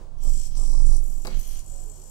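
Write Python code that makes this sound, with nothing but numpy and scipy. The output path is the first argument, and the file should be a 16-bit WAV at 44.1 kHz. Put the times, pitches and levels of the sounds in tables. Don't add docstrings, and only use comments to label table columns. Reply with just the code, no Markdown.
import sys
import numpy as np
from scipy import signal
from scipy.fft import rfft, irfft
from scipy.io import wavfile
from scipy.ndimage import uniform_filter1d

SR = 44100
rng = np.random.default_rng(int(sys.argv[2]) if len(sys.argv) > 2 else 0)


def attenuation_scalar(level_db):
    decades = np.asarray(level_db, float) / 20
    return 10 ** decades


def unload_wav(signal):
    wavfile.write(
        sys.argv[1],
        SR,
        np.round(np.clip(np.atleast_2d(signal).T, -1, 1) * 32767).astype(np.int16),
    )


N = 92610


def evened(x):
    return x / np.sqrt(np.mean(x ** 2, -1, keepdims=True) + 1e-20)


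def coloured(x, points):
    f, db = np.transpose(points)
    hz = np.fft.rfftfreq(x.shape[-1], 1 / SR)
    gain = attenuation_scalar(np.interp(np.log(hz + 1), np.log(f + 1), db))
    return irfft(rfft(x) * gain, x.shape[-1])


def slow(seconds, channels=1):
    size = max(int(seconds * SR), 1)
    noise = rng.standard_normal((channels, N))
    return evened(uniform_filter1d(uniform_filter1d(noise, size), size))


def resonate(x, hz, width_hz):
    turn = np.exp(2j * np.pi * np.cumsum(hz * np.ones(N)) / SR)
    r = np.exp(-np.pi * width_hz / SR)
    return (turn * signal.lfilter([(1 - r) ** 2], [1, -2 * r, r ** 2], x / turn)).real


def reverb(x, t60_s):
    alike = 0.3
    t = np.arange(SR // 2) / SR
    tail = rng.standard_normal((2, len(t))) * attenuation_scalar(-60 * t / t60_s) * (t > 0.006)
    tail = tail + alike * tail[::-1]
    return signal.fftconvolve(x, tail / np.linalg.norm(tail[0]), axes=1)[:, :N]


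def bump(start_s, length_s):
    return np.sin(np.pi * np.clip((np.arange(N) / SR - start_s) / length_s, 0, 1))


def room_tone():
    # time in seconds, fundamental in Hz.
    hum_pitch = [(0, 41.2), (1.003, 43.49), (2.1, 44.82)]
    # multiple of the fundamental, mean rms level in dB.
    hum_orders = [(1, -59.5), (2, -57.5), (3, -59.5)]
    # frequency in Hz, relative level in dB.
    air_colour = [(30, 16), (80, 1), (200, -4), (500, -6), (1000, -11), (2000, -29), (4000, -27.5),
                  (8000, -27), (12000, -41), (16000, -34.5)]
    # time in seconds, level in dB relative to air_db.
    air_level = [(0, 11), (0.102, 3), (.5, -1.5), (0.999, 3), (1.55, 1), (1.75, 4), (2.1, 3.5)]
    waver_db, air_db, air_same = 2.5, -55, 0.41

    t = np.arange(N) / SR
    turns = np.cumsum(np.interp(t, *np.transpose(hum_pitch))) / SR
    waver = slow(0.052, channels=len(hum_orders))
    hum = np.zeros(N)
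    for (k, db), w in zip(hum_orders, waver):
        hum += np.sqrt(2) * attenuation_scalar(db + waver_db * w) * np.sin(2 * np.pi * k * turns)

    a, b = rng.standard_normal((2, N))
    noise = np.array([a, air_same * a + np.sqrt(1 - air_same ** 2) * b])
    air = evened(coloured(noise, [(12, -1.5)] + air_colour))
    return hum + air * attenuation_scalar(air_db + np.interp(t, *np.transpose(air_level)))


def tones():
    # start in seconds, length in seconds, pitch in Hz, rms level at the crest in dB.
    tone_rows = [(0.73, 0.17, 57, -52), (1.69, 0.15, 554, -60), (1.65, .24, 720, -65),
                 (1.85, 0.077, 425, -59), (1.96, 0.085, 372, -59)]
    t = np.arange(N) / SR
    out = np.zeros(N)
    for start_s, length_s, hz, db in tone_rows:
        out += np.sqrt(2) * attenuation_scalar(db) * bump(start_s, length_s) * np.sin(2 * np.pi * hz * t)
    return out


def flutter():
    # time in seconds, wobble pitch in Hz, relative level in dB.
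    wobble_path = [(0.0, 21.5, -44.5), (0.152, 16.2, -36.5), (0.29, 21.7, -18), (0.478, 15.5, -30),
                   (0.539, 19.2, -27.5), (0.6, 26.2, -21.5), (0.642, 19.87, -22), (0.862, 22.2, -15.5),
                   (0.921, 22.2, -15.5), (1.091, 20.5, -27.5), (1.171, 18.5, -26.5), (1.3, 21.2, -36.5),
                   (1.359, 23.5, -21.5), (1.398, 22.8, -24.5), (1.442, 20.1, -41.5), (1.481, 20.6, -29),
                   (1.599, 16.3, -32), (1.651, 21.2, -47.5), (1.7, 22, -36), (1.869, 22.3, -35.5),
                   (1.95, 31, -47.5), (2.1, 23, -44.5)]
    # frequency in Hz, relative level in dB.
    gust_colour = [(25, -0.5), (50, 3.5), (100, -7.5), (200, -13.5), (400, -26.5), (800, -34), (1300, -48),
                   (2000, -144)]
    wobble_db, wobble_left_db = 7.5, -46
    gust_db, gust_left_db, gust_follow, gust_lump_db = -19, -12.5, 0.79, 0.67

    s, hz, db = np.transpose(wobble_path)
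    t = np.arange(N) / SR
    db = np.interp(t, s, db)
    phase = 2 * np.pi * np.cumsum(np.interp(t, s, hz)) / SR
    wobble = np.sqrt(2) * np.sin(phase) * attenuation_scalar(db + wobble_db)
    gust = evened(coloured(rng.standard_normal((2, N)), [(4.4, -24)] + gust_colour))
    gust *= attenuation_scalar(gust_follow * db + gust_db + gust_lump_db * slow(0.0077, channels=2))
    return wobble * attenuation_scalar([[wobble_left_db], [0]]) + gust * attenuation_scalar([[gust_left_db], [0]])


def drags():
    # start in seconds, length in seconds, level in dB before the lumps.
    drag_rows = [(.22, 0.088, -53.5), (0.54, 0.17, -53), (0.685, 0.15, -55), (0.879, 0.095, -52.5)]
    # frequency in Hz, relative level in dB.
    drag_colour = [(80, -10.5), (250, 6), (600, 0), (1250, -3), (1600, -46.5)]
    level = sum(attenuation_scalar(db) * np.sqrt(abs(bump(s, length_s))) for s, length_s, db in drag_rows)
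    a, b = rng.standard_normal((2, N))
    rumble = evened(coloured(np.array([a, a + 1.2 * b]), drag_colour))
    return rumble * level * attenuation_scalar(2.9 * slow(0.024))


def feet():
    # time in seconds, relative level of table, of metal tick in dB.
    knocks = [(0.249, -59.5, -63), (0.739, -48.5, -73), (1.249, -38.5, -43.5), (1.254, -40, -46),
              (1.2703, -40, -35), (1.275, -38.5, -58), (1.31, -47, -67.5)]
    # nominal frequency in Hz, relative left level, right level in dB, T60 in seconds.
    table_modes = [(151.6, -1.5, -6, 0.22), (207.2, -8.5, 0.5, 0.22), (377.2, -7.5, -11.5, 0.15),
                   (518, 1, -7, 0.088), (796, -8, -8.5, 0.04), (1165, -6.5, -6.5, 0.085)]
    foot_modes = [(3820, 4.5, -15.5, 0.041), (4320, -22, 1.5, 0.012), (10850, -5, -14, 0.0061)]
    # frequency in Hz, relative level in dB.
    thud_colour = [(60, -13.5), (150, 3.5), (350, -5.5), (800, -1.5), (1300, -8.5), (2500, -13),
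                   (4000, -24)]
    clack_colour = [(1000, -31.5), (2500, -6.5), (4500, -6), (11000, -6.5), (16000, -30.5)]
    thud_db, thud_t60_s, thud_rise_s = 8.5, 0.032, 0.0023
    clack_db, clack_t60_s, clack_right_db = 7.5, 0.011, -20.5
    drop, drop_s = 0.5, 0.0017

    t = np.arange(SR // 4) / SR
    out = np.zeros((2, N + SR))
    chance = rng.random((len(knocks), 2 * len(table_modes + foot_modes)))
    bursts = rng.standard_normal((len(knocks), 2, len(t)))
    for (s, table_db, tick_db), draw, (low, high) in zip(knocks, chance, bursts):
        part = out[:, round(s * SR):][:, :len(t)]
        thud = evened(coloured(low, thud_colour)) * attenuation_scalar(table_db + thud_db - 60 * t / thud_t60_s)
        part += thud * np.minimum(t / thud_rise_s, 1)
        clack = evened(coloured(high, clack_colour)) * attenuation_scalar(tick_db + clack_db - 60 * t / clack_t60_s)
        part += clack * attenuation_scalar([[0], [clack_right_db]])
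        rows = [(table_db, *m) for m in table_modes] + [(tick_db, *m) for m in foot_modes]
        for k, (db, hz, left_db, right_db, t60_s) in enumerate(rows):
            is_metal = k >= len(table_modes)
            bent_s = t + is_metal * drop * drop_s * (1 - np.exp(-t / drop_s))
            cycles = hz * (0.97 + 0.063 * draw[2 * k]) * bent_s + draw[2 * k + 1]
            ring = np.sin(2 * np.pi * cycles) * attenuation_scalar(db - 60 * t / t60_s)
            attack = np.minimum(t * hz / 3.7, 1)
            part += ring * attack * attenuation_scalar([[left_db], [right_db]])
    return out[:, :N]


def gear_teeth():
    teeth_per_s, spread_db, hiss_db, shared = 2900, 0.5, -5.5, 0.55
    hit = rng.random((3, N)) < teeth_per_s / SR
    clicks = hit * attenuation_scalar(spread_db * np.minimum(rng.exponential(1, (3, N)), 5))
    clicks = evened(clicks * rng.choice([-1., 1.], (3, N)))
    teeth = clicks + attenuation_scalar(hiss_db) * rng.standard_normal((3, N))
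    return shared * teeth[2] + np.sqrt(1 - shared ** 2) * teeth[:2]


def servos():
    # start, end in seconds, case pitch shift in percent, swell in dB (from minus to plus
    # this), relative level of body, gear, case, shell, top band in dB, right relative to left in dB.
    surges = [(0.157, 0.215, .1, 5.8, -70, -72, -72.5, -67, -70, -2),
              (0.204, 0.473, 0.9, 0.5, -63, -52, -43.5, -48.5, -54.5, -4.5),
              (0.484, 0.556, 5.5, 5.5, -62.5, -59.5, -69.5, -60.5, -64, -4.5),
              (0.543, 0.834, 3, -1.5, -66, -50, -47.5, -45.5, -64, -4),
              (0.831, 0.972, 1.5, 0.5, -104, -54.5, -45.5, -42, -71, 1),
              (1.009, 1.277, -0.8, -1.4, -72.5, -64.5, -51, -52.5, -53, -0.5),
              (1.262, 1.375, -1, 0.7, -58, -68.5, -59, -59.5, -61, 7.5),
              (1.359, 1.604, -6, -0.1, -57, -58, -52, -45.5, -53.5, 0.7),
              (1.622, 2.204, -1.2, -0.8, -72, -66, -52, -53, -59, -0.5)]
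    drive_lag_s = [0.0078, 0.00013, 0.037, -0.015, -0.0036, -0.0065, -0.039, -0.012, -0.02]
    depths = [0.08, 0.16, 0.42, 0.37, 0.73]
    # frequency in Hz, width of each smoothing stage in Hz, relative left, right level in dB.
    body_modes = [(470, 790, -3, -9), (2170, 3400, -12, -2.5), (3260, 500, -3, -8),
                  (4170, 1070, -0.8, -5.5)]
    gear_modes = [(5076, 3070, -2.5, 3), (5706, 1260, 3, 9), (6180, 1270, -6.5, 2)]
    case_modes = [(7310, 890, 1, -8.5), (8046, 540, 0, -18)]
    shell_modes = [(9140, 3540, -2, -12)]
    top_modes = [(11260, 1500, 2, -17.5), (14840, 660, -8.5, -16)]
    # start, length in seconds, relative level in dB.
    rasps = [(0.929, 0.0036, -51.5), (1.037, 0.0054, -48), (1.395, 0.0072, -38), (1.473, 0.0096, -39)]
    rise_s, fall_s, drive_hz, drive_sharp, lump_db = 0.027, 0.0068, 50.52, 2.43, 2.5

    t = np.arange(N) / SR
    teeth = gear_teeth()
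    out = np.zeros((2, N))
    which = np.searchsorted([row[0] for row in surges[1:]], t)
    case_shift = np.array([row[2] for row in surges])[which] / 100
    bands = (body_modes, gear_modes, case_modes, shell_modes, top_modes)
    for band, modes in enumerate(bands):
        level = np.zeros((2, N))
        for (start, end, _, swell_db, *db, right_db), lag_s in zip(surges, drive_lag_s):
            push = np.exp(drive_sharp * (np.cos(2 * np.pi * drive_hz * (t - lag_s)) - 1))
            on = np.clip(np.minimum((t - start) / rise_s, (end - t) / fall_s + 1), 0, 1) ** 2
            on *= attenuation_scalar(swell_db * np.clip(2 * (t - start) / (end - start) - 1, -1, 1))
            pulsed = 1 - depths[band] + depths[band] * 2 * push
            level += on * pulsed * attenuation_scalar([[db[band]], [db[band] + right_db]])
        if modes is top_modes:
            for s, length_s, rasp_db in rasps:
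                level += attenuation_scalar(rasp_db) * np.exp(-((t - s) / length_s * 2 - 1) ** 2 * 2)
        shift = 1 + (modes is case_modes) * case_shift
        drive = teeth * attenuation_scalar(lump_db * slow(0.0063)) * level
        for k, (hz, width_hz, *sides_db) in enumerate(modes):
            ring = resonate(drive, hz * shift, width_hz) * np.sqrt(SR / width_hz)
            out += (-1) ** k * ring * attenuation_scalar(sides_db)[:, None]
    return out


def scene():
    # frequency in Hz, relative level in dB.
    knock_tail = [(100, 3), (300, 2.5), (800, -5), (2500, 0), (9000, -8)]
    whir, knock = servos(), feet()
    whir = whir + attenuation_scalar(-2) * reverb(whir, t60_s=0.28)
    whir[0] = np.roll(whir[0], -15)
    knock = knock + attenuation_scalar(-3) * coloured(reverb(knock, t60_s=0.3), knock_tail)
    knock[0] = np.roll(knock[0], -8)
    return whir + knock + drags() + flutter() + room_tone() + tones()


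def roll_off(x):
    return signal.sosfilt(signal.butter(12, 16500, fs=SR, output="sos"), x)


def record(dry):
    sink_from_db, sink_db_per_db, sink_s = -16.5, 13.5, 0.15
    gap_hz, gap_half_width_hz, gap_db, edge_hz = 13200, 750, -40, 15800

    hz = np.fft.rfftfreq(N, 1 / SR)
    power = uniform_filter1d((dry ** 2).mean(0), round(sink_s * SR))
    load_db = 10 * np.log10(abs(power) + 1e-12)
    sinking = (hz > 1200) & (hz < 3900) | (hz > 11980)
    mids_and_top = irfft(rfft(dry) * sinking, N)
    sink_gain = attenuation_scalar(-sink_db_per_db * np.maximum(load_db - sink_from_db, 0))
    sunk = dry - mids_and_top * (1 - sink_gain)
    gap = attenuation_scalar(gap_db * np.exp(-((hz - gap_hz) / gap_half_width_hz) ** 4))
    return roll_off(irfft(rfft(sunk) * gap * (hz < edge_hz), N))


dry = scene()
out = record(dry)
unload_wav(out)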